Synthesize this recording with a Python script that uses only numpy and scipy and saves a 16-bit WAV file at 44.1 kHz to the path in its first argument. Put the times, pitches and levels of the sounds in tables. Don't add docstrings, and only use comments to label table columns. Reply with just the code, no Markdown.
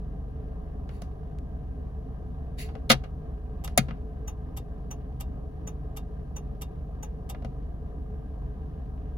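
import sys
import numpy as np
from scipy import signal
from scipy.fft import rfft, irfft
from scipy.io import wavfile
from scipy.ndimage import uniform_filter1d

SR = 44100
rng = np.random.default_rng(int(sys.argv[2]) if len(sys.argv) > 2 else 0)


def bounce(signal):
    frames = np.transpose(np.atleast_2d(signal))
    limited = np.clip(frames, -1, 1)
    pcm = np.round(limited * 32767).astype(np.int16)
    wavfile.write(sys.argv[1], SR, pcm)


N = 404397

# freq_hz, correlation
STEREO_LIKENESS = [(60, 0.92), (200, .9), (380, 0.56), (700, 0.38), (1300, 0.77), (2500, 0), (4500, 0),
                   (8000, 0.92), (16000, 1)]
# freq_hz, left_minus_right_db
DASH_PAN = [(130, 7), (230, 1), (400, 0.5), (600, 11), (900, 1.5), (1400, 3.5), (2200, -1.5), (5000, -1),
            (9000, -0.5)]

# multiple_of_firing_rate, rms_level_db
ENGINE_ORDERS = [(1, -48.5), (2, -39.5), (2.25, -54), (2.5, -50), (3, -47), (4, -57.5), (5, -52),
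                 (6, -51.5), (10, -60.5)]
# freq_hz, level_db_per_hz
CABIN_EQ = [(20, -84), (40, -68.5), (62, -60.5), (90, -66.5), (130, -65.5), (175, -65), (225, -74),
            (350, -79), (750, -87), (1250, -95.5), (1750, -106), (2200, -112), (4500, -117), (8000, -121),
            (11500, -120), (16000, -124)]
# freq_hz, width_hz, gain_db
CABIN_PEAKS = [(269, 45, 6), (370, 21, -7.5), (432, 45.7, 13), (665, 70, 3.5), (749, 110, 8.5),
               (861.4, 92, -9.5), (1006, 230, 4), (1229, 73, 5), (1510, 260, -4.5), (1610, 36, 16.5)]
# freq_hz, gain_db
BELT_EQ = [(500, -0.5), (720, 11.5), (900, -4.5), (1200, -3.5), (1380, -18.5), (1600, -2.5), (1850, -8.5),
           (2200, -19), (3200, -20), (4400, -29), (7000, -45.5)]
# freq_hz, width_hz, gain_db
BELT_PEAKS = [(1465, 20, 2.77), (1550, 70, 4), (1830, 60, 4), (2113, 62, 5), (2920, 70, 7),
              (3120, 120, 3.6)]
# freq_hz, gain_db
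ENGINE_TICK_EQ = [(900, -19.5), (1600, -0.5), (2300, -0.5), (3200, -3.5), (4600, -6.5), (8000, -32)]
# freq_hz, width_hz, gain_db
ENGINE_TICK_PEAKS = [(1587, 46, 6.5), (1850, 61, 6), (2540, 91, 9), (2850, 150, 7), (3052, 62, 6.5),
                     (3677, 140, 5)]

# start_s, level_db, treble_edge_db, t60_s, dash_thud_db, hollow_panel_db
KNOCKS = [(0.891, -47, -6, 0.015, -60, -50), (1.0188, -45, 15, 0.033, -45, -40.5),
          (2.6874, -49, -15, 0.072, -61, -46), (2.752, -47, -6, 0.025, -39, -39.5),
          (3.0372, -45, -7, 0.087, -44.5, -47), (3.6762, -40, 9, 0.034, -45, -52),
          (3.8839, -43.5, -13, 0.11, -34.5, -41), (3.9077, -38.5, -19, 0.028, -32, -44),
          (7.3465, -45, -20, 0.047, -39, -43), (7.4215, -57, -3, .05, -50, -43),
          (7.4466, -45, 2, 0.041, -31, -34)]
# freq_hz, gain_db
KNOCK_EQ = [(200, 5.5), (700, 3), (1300, 7.5), (2300, 0.5), (3300, -1), (4500, -4.5), (7000, -12.5),
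            (11000, -18.5), (16000, -25.5)]
# peak_s, level_db, attack_s, hold_s, fade_db_per_s
RUBS = [(0.95, -63, 0.097, 0.0052, 187), (2.588, -43, 0.011, 0.032, 248)]
# freq_hz, gain_db
SLIDE_EQ = [(900, -20), (1500, -11.5), (1850, 1.5), (2700, -2.5), (3300, -9), (4600, -4), (5400, -11.5),
            (7400, -7), (8200, -14), (10500, -6), (12300, -8), (13600, -15.5), (15500, -12)]
# freq_hz, width_hz, gain_db
SLIDE_PEAKS = [(1983, 250, 3), (2730, 200, 5.5), (3773, 200, 8.5), (4530, 300, 7), (7350, 300, 4),
               (9600, 250, 5.5)]

# offset_ms, gain_db
PRESS_BOUNCES = [(-6.5, -20.5), (-2, -4.5), (3, -2.5), (1, -5), (15.5, -3), (13.5, -2), (22.5, -10.5)]
RELEASE_BOUNCES = [(-1, -25.5), (1.2, 8.5), (1.73, -10.5)]
# freq_hz, press_gain_db, release_gain_db
BUTTON_EQ = [(90.8, -1, 1), (169.6, 0.5, 7), (364, -5.5, -2), (646, 0, 1.5), (934.3, -6, -19.5),
             (1381, -2.5, -5.5), (2090, -1, 2.5), (3006, -3, -8.5), (4364, -0.5, -4.5), (5400, -9.5, -10.5),
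             (7100, -9.5, -5.5), (9930, -12.5, -10.5), (13600, -16, -13.5), (15470, -20.5, -13)]
# pitch_hz, t60_s, press_gain_db, release_gain_db
BUTTON_MODES = [(133.4, 0.25, -3, 3.5), (175, 0.12, -11, 0), (225.3, 0.085, 3, 1), (527.2, 0.065, -1.5, -9),
                (630, 0.026, -3.5, -7), (697, 0.024, -1.5, 5.5), (751.6, 0.11, -4.5, -8.5),
                (1206.5, .06, -8.5, -15.5), (1270, 0.067, -0.5, -11), (1449, .07, -4.5, -18),
                (1764, .065, -10, -11.5), (2016, .06, -3, -13.5), (2135, .055, -18, -3),
                (2180, 0.047, -3.5, -4), (2452, 0.082, -9.5, -9.5), (2821, 0.093, -1, -16),
                (3110, 0.08, -13, -13), (3262, .07, -10, -13), (3660, .06, -5, -5.5),
                (4202, .065, -6, -24.5), (4336, 0.071, -5, -14), (4470, 0.053, -7.5, -13),
                (4700, 0.069, -10.5, -8.5), (5700, 0.09, -9.5, -21), (6503, 0.066, -20, -9),
                (7135, .03, -14, -1.5)]
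# freq_hz, gain_db
CRACK_EQ = [(1000, -17.5), (4000, -12.5), (7000, 0), (11000, 2.5), (15500, -6)]

# start_s, level_db
PULL_INS = [(3.6437, -36), (4.5708, -38), (5.2057, -37.5), (5.9686, -38), (6.6169, -37), (7.2963, -37)]
# start_s, level_db
DROP_OUTS = [(4.2789, -38.5), (4.911, -38.5), (5.674, -39.5), (6.3646, -39.5), (7.0301, -39.5)]
# offset_ms, gain_db
PULL_BOUNCES = [(-5, -10.5), (1.2, -6), (4.5, -17.5)]
DROP_BOUNCES = [(-4.5, -4.5), (6, -10), (15, -4), (-2, -1)]
# freq_hz, pull_gain_db, drop_gain_db
RELAY_EQ = [(498, -8, 7.5), (910, -2.5, 5), (1490, -14.5, -1.5), (3120, -7.5, -1.5), (4050, -16, -13),
            (4890, -12, -11), (5910, -12, -7), (6700, -14.5, 6), (7800, -7.5, -24.5), (9100, -23, -14),
            (10730, -12, -8), (13140, -6.5, -4), (14380, -20, -22), (15430, -21.5, -10)]
# pitch_hz, t60_s, pull_gain_db, drop_gain_db
RELAY_MODES = [(787, 0.084, -1.5, -19), (836, 0.091, -6.5, 6.5), (987, .1, -12.5, -18),
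               (1094, 0.079, -10, 1), (1200, 0.086, -9.5, -2), (1250, 0.08, -8, -1), (1526, 0.045, -23, -7),
               (2000, .05, -20, -14), (2410, 0.062, -12, -8), (2739, .04, -6, -16), (2788, 0.091, -2, 4),
               (2840, 0.047, -18, -26), (3265, 0.055, -9.5, -12), (3600, .05, -4, -18),
               (3646, 0.1, -3.5, -3), (4820, .05, -11, -25), (5980, 0.07, -5.5, -8),
               (6040, 0.066, -6.5, 14.5), (6350, .05, -11.5, -8), (6555, .05, -14.5, -2),
               (6970, 0.041, -10.5, 4), (7410, .04, -10.5, -14), (7980, .045, -3, 2.5), (8462, .04, -9, 2),
               (8950, .04, -1, -8), (11547, 0.032, -2.5, -11), (12200, .04, -2, 0), (13700, .04, 3, -2),
               (13030, 0.033, 3, -9)]

FIRING_HZ = 25.19
LEFT_LAG_S = .000185
PRE_ROLL_S = .008
HIT_TIME_S = np.arange(SR // 4) / SR - PRE_ROLL_S


def undb(db):
    return 10 ** (np.asarray(db) / 20)


def unit(x):
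    return x / np.sqrt(np.sum(x ** 2))


def curve(table, hz, column=1):
    table = np.asarray(table, float)
    return np.interp(np.log(np.maximum(hz, 1)), np.log(table[:, 0]), table[:, column])


def bells(peaks, hz):
    return sum(db / (1 + (2 * (hz - centre) / width) ** 2) for centre, width, db in peaks)


def drift(rate_hz):
    step = int(SR / rate_hz)
    return uniform_filter1d(np.repeat(rng.standard_normal(N // step + 1), step), step)[:N]


def decay(t, rise_s, t60):
    t = np.maximum(t, 0)
    return (1 - np.exp(-t / rise_s)) * np.exp(-np.log(1000) * t / t60)


def stereo_spectrum(size):
    hz = np.arange(size // 2 + 1) * SR / size
    mid, side = rfft(rng.standard_normal((2, size)))
    alike = np.clip(curve(STEREO_LIKENESS, hz), -1, 1)
    mid, side = mid * np.sqrt((1 + alike) / 2), side * np.sqrt((1 - alike) / 2)
    return hz, np.array([(mid + side) * np.exp(-2j * np.pi * hz * LEFT_LAG_S), mid - side])


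def shaped_noise(eq, peaks):
    hz, spectrum = stereo_spectrum(N)
    noise = irfft(spectrum * undb(curve(eq, hz) + bells(peaks, hz)), N)
    return noise / noise.std()


def dash_pan(hz):
    return undb(curve(DASH_PAN, hz) * np.array([[1], [-1]]) / 2)


def place(out, cue_s, db, hit):
    start = int((cue_s - PRE_ROLL_S) * SR)
    loudest = np.sqrt(uniform_filter1d(np.mean(hit ** 2, axis=0), SR // 500).max())
    out[:, start:start + hit.shape[1]] += hit * undb(db) / loudest


def dense_ring(eq, bounces, t60, tail_db, tail_t60, column=1):
    hz, spectrum = stereo_spectrum(len(HIT_TIME_S))
    gain = undb(curve(eq, hz, column))
    dulling_db_per_ms = 0.12
    out = 0
    for centre in np.geomspace(90, 16000, 32):
        band_gain = gain * (np.abs(np.log2((hz + 1) / centre)) < 1 / 8)
        band = irfft(spectrum * band_gain, len(HIT_TIME_S))
        stretch, rise_s = (3000 / centre) ** .25, 0.00036 + 0.66 / centre
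        treble_share = curve([(3000, 0.053), (10000, 0.95)], centre)
        power = 0
        for ms, db in bounces:
            t = HIT_TIME_S - ms / 1000
            strength = undb(db - dulling_db_per_ms * ms * treble_share)
            crack = decay(t, rise_s, t60 * stretch)
            tail = undb(tail_db) * decay(t, rise_s, tail_t60 * stretch)
            power += strength ** 2 * (crack ** 2 + tail ** 2)
        out += unit(band * np.sqrt(power)) * np.linalg.norm(band_gain) * dash_pan(centre)
    return unit(out)


def mode_rings(modes, build_cycles):
    rings = []
    for (hz, t60, *_), (phase, skew) in zip(modes, rng.uniform(-np.pi, np.pi, (len(modes), 2))):
        alike = curve(STEREO_LIKENESS, hz)
        phases = phase + np.array([[-2 * np.pi * hz * LEFT_LAG_S * alike], [.7 * skew * (1 - alike) ** 2]])
        envelope = decay(HIT_TIME_S, 0.00073 + build_cycles / hz, t60)
        rings.append(unit(np.sin(2 * np.pi * hz * HIT_TIME_S + phases) * envelope * dash_pan(hz)))
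    return np.array(rings)


def clear_ring(modes, column, build_cycles):
    gains = undb(np.array(modes)[:, column])
    return unit(np.tensordot(gains, mode_rings(modes, build_cycles), axes=1))


def idle():
    t = np.arange(N) / SR
    firing_phase = 2 * np.pi * np.cumsum(FIRING_HZ * (1 + .003 * drift(1.465))) / SR
    skew_rad = .12 * np.array([[-1], [1]])
    fan_hz, fan_rms_db = 68.76, -42
    boom = undb(fan_rms_db + 1.383 * drift(3.052)) * np.sin(2 * np.pi * fan_hz * t + skew_rad)
    for multiple, db in ENGINE_ORDERS:
        gain = undb(db + 2.2 * drift(10))
        boom += gain * np.sin(multiple * firing_phase + skew_rad + rng.uniform(0, 2 * np.pi))
    hz, spectrum = stereo_spectrum(N)
    cabin = spectrum * undb(curve(CABIN_EQ, hz) + bells(CABIN_PEAKS, hz)) * np.sqrt(SR / 2)
    clatter_share = curve([(150, 0.54), (400, 1), (3000, 1), (7000, 0.061)], hz)
    steady = irfft(cabin * (1 - clatter_share), N)
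    throb = undb(1.5 * np.sin(2 * firing_phase) + 0.86 * np.sin(3 * firing_phase) + 0.78 * drift(9))
    octave = np.round(np.log2(np.clip(hz, 250, 4000) / 250))
    clatter = sum(undb(0.894 * drift(12)) * irfft(cabin * clatter_share * (octave == k), N)
                  for k in np.unique(octave))
    lean_left = undb([[.6], [-.6]])
    return np.sqrt(2) * boom + steady + lean_left * throb * clatter


def belt(turn_s=.2885, first_swish_s=.13, swish_db=-59, dip_db=4):
    t = np.arange(N) / SR
    swish = shaped_noise(BELT_EQ, BELT_PEAKS)
    dip = np.sin(np.pi * (t - first_swish_s) / turn_s) ** 2
    return swish * undb(swish_db - dip_db * dip + 0.2 * drift(18))


def engine_ticks(gain_db=-72, flutter_db=2.5, swell_db=1.2):
    since_firing_s = np.arange(N) / SR % (1 / FIRING_HZ)
    rattle = shaped_noise(ENGINE_TICK_EQ, ENGINE_TICK_PEAKS)
    gain = undb(gain_db + flutter_db * drift(28) + swell_db * drift(3.2))
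    return rattle * decay(since_firing_s, rise_s=.003, t60=.12) * gain


def trim_knocks(plastic_ring_db=-10.5):
    out = np.zeros((2, N))
    hz, eq_db = np.transpose(KNOCK_EQ)
    dash = [mode for mode in BUTTON_MODES if mode[0] < 400]
    panel = [mode for mode in BUTTON_MODES if 400 <= mode[0] < 1000]
    plastic = [mode for mode in BUTTON_MODES if 1000 <= mode[0] < 3000]
    for start_s, db, edge_db, t60, thud_db, panel_db in KNOCKS:
        eq = np.column_stack([hz, eq_db + curve([(2500, 0.0039), (9000, edge_db)], hz)])
        place(out, start_s, db, dense_ring(eq, [(0, 0)], t60=t60, tail_db=-17.5, tail_t60=0.21))
        place(out, start_s, db + plastic_ring_db, clear_ring(plastic, column=2, build_cycles=2.5))
        place(out, start_s, panel_db, clear_ring(panel, column=2, build_cycles=1.8))
        place(out, start_s, thud_db, clear_ring(dash, column=3, build_cycles=1.6))
    return out


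def button_slide(attack_range_db=21, treble_fade_ratio=1.5, grain_hz=440):
    t = np.arange(N) / SR
    hz, spectrum = stereo_spectrum(N)
    spectrum *= undb(curve(SLIDE_EQ, hz) + bells(SLIDE_PEAKS, hz))
    rasp = irfft(spectrum, N)
    treble = irfft(spectrum * curve([(5000, 0.0041), (9000, 0.9)], hz), N)
    out = 0
    for peak_s, db, attack_s, hold_s, fade_db_per_s in RUBS:
        swell_db = attack_range_db * np.minimum(t - peak_s, 0) / attack_s
        fade_db = fade_db_per_s * np.maximum(t - peak_s - hold_s, 0)
        fading = (rasp - treble) * undb(-fade_db) + treble * undb(-treble_fade_ratio * fade_db)
        out += undb(db + swell_db) * fading
    return out / rasp.std() * undb(drift(grain_hz))


def dry_tick():
    out = np.zeros((2, N))
    snap = decay(HIT_TIME_S, rise_s=.00001, t60=0.00057)
    place(out, cue_s=1.387, db=-51.5, hit=np.array([snap, 0.64 * snap]))
    return out


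def button_snaps(press_ring_db=0.5, release_ring_db=2.5, crack_db=-3):
    out = np.zeros((2, N))
    press = dense_ring(BUTTON_EQ, PRESS_BOUNCES, t60=0.062, tail_db=-31, tail_t60=0.2, column=1)
    release = dense_ring(BUTTON_EQ, RELEASE_BOUNCES, t60=0.055, tail_db=-30, tail_t60=.22, column=2)
    release += undb(crack_db) * dense_ring(CRACK_EQ, [(0.0013, 0)], t60=0.027, tail_db=-34, tail_t60=0.1)
    press += undb(press_ring_db) * clear_ring(BUTTON_MODES, column=2, build_cycles=2.2)
    release += undb(release_ring_db) * clear_ring(BUTTON_MODES, column=3, build_cycles=4)
    place(out, cue_s=2.9005, db=-8.5, hit=press)
    place(out, cue_s=3.7755, db=-10, hit=release)
    return out


def flasher_relay(mode_spread_db=2.3):
    out = np.zeros((2, N))
    tick = lambda: dense_ring(RELAY_EQ, PULL_BOUNCES, t60=0.0032, tail_db=-8, tail_t60=0.1, column=1)
    tock = lambda: dense_ring(RELAY_EQ, DROP_BOUNCES, t60=0.052, tail_db=12, tail_t60=0.1, column=2)
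    _, _, pull_db, drop_db = np.transpose(RELAY_MODES)
    rings = mode_rings(RELAY_MODES, build_cycles=4.4)

    def play(strokes, contact, modes_db, ring_db, rattle_db):
        case = contact()
        for start_s, db in strokes:
            gains = undb(modes_db + mode_spread_db * rng.standard_normal(len(rings)))
            ring = unit(np.tensordot(gains, rings, axes=1))
            place(out, start_s, db, case + undb(ring_db) * ring + undb(rattle_db) * contact())

    play(PULL_INS, tick, pull_db, ring_db=2, rattle_db=-15)
    play(DROP_OUTS, tock, drop_db, ring_db=4.5, rattle_db=-4)
    return out


def scene():
    bed = idle() + belt() + engine_ticks()
    return bed + button_slide() + button_snaps() + trim_knocks() + dry_tick() + flasher_relay()


def record(dry):
    return signal.sosfilt(signal.ellip(8, .2, 70, 16000, fs=SR, output="sos"), np.tanh(dry))


dry = scene()
out = record(dry)
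bounce(out)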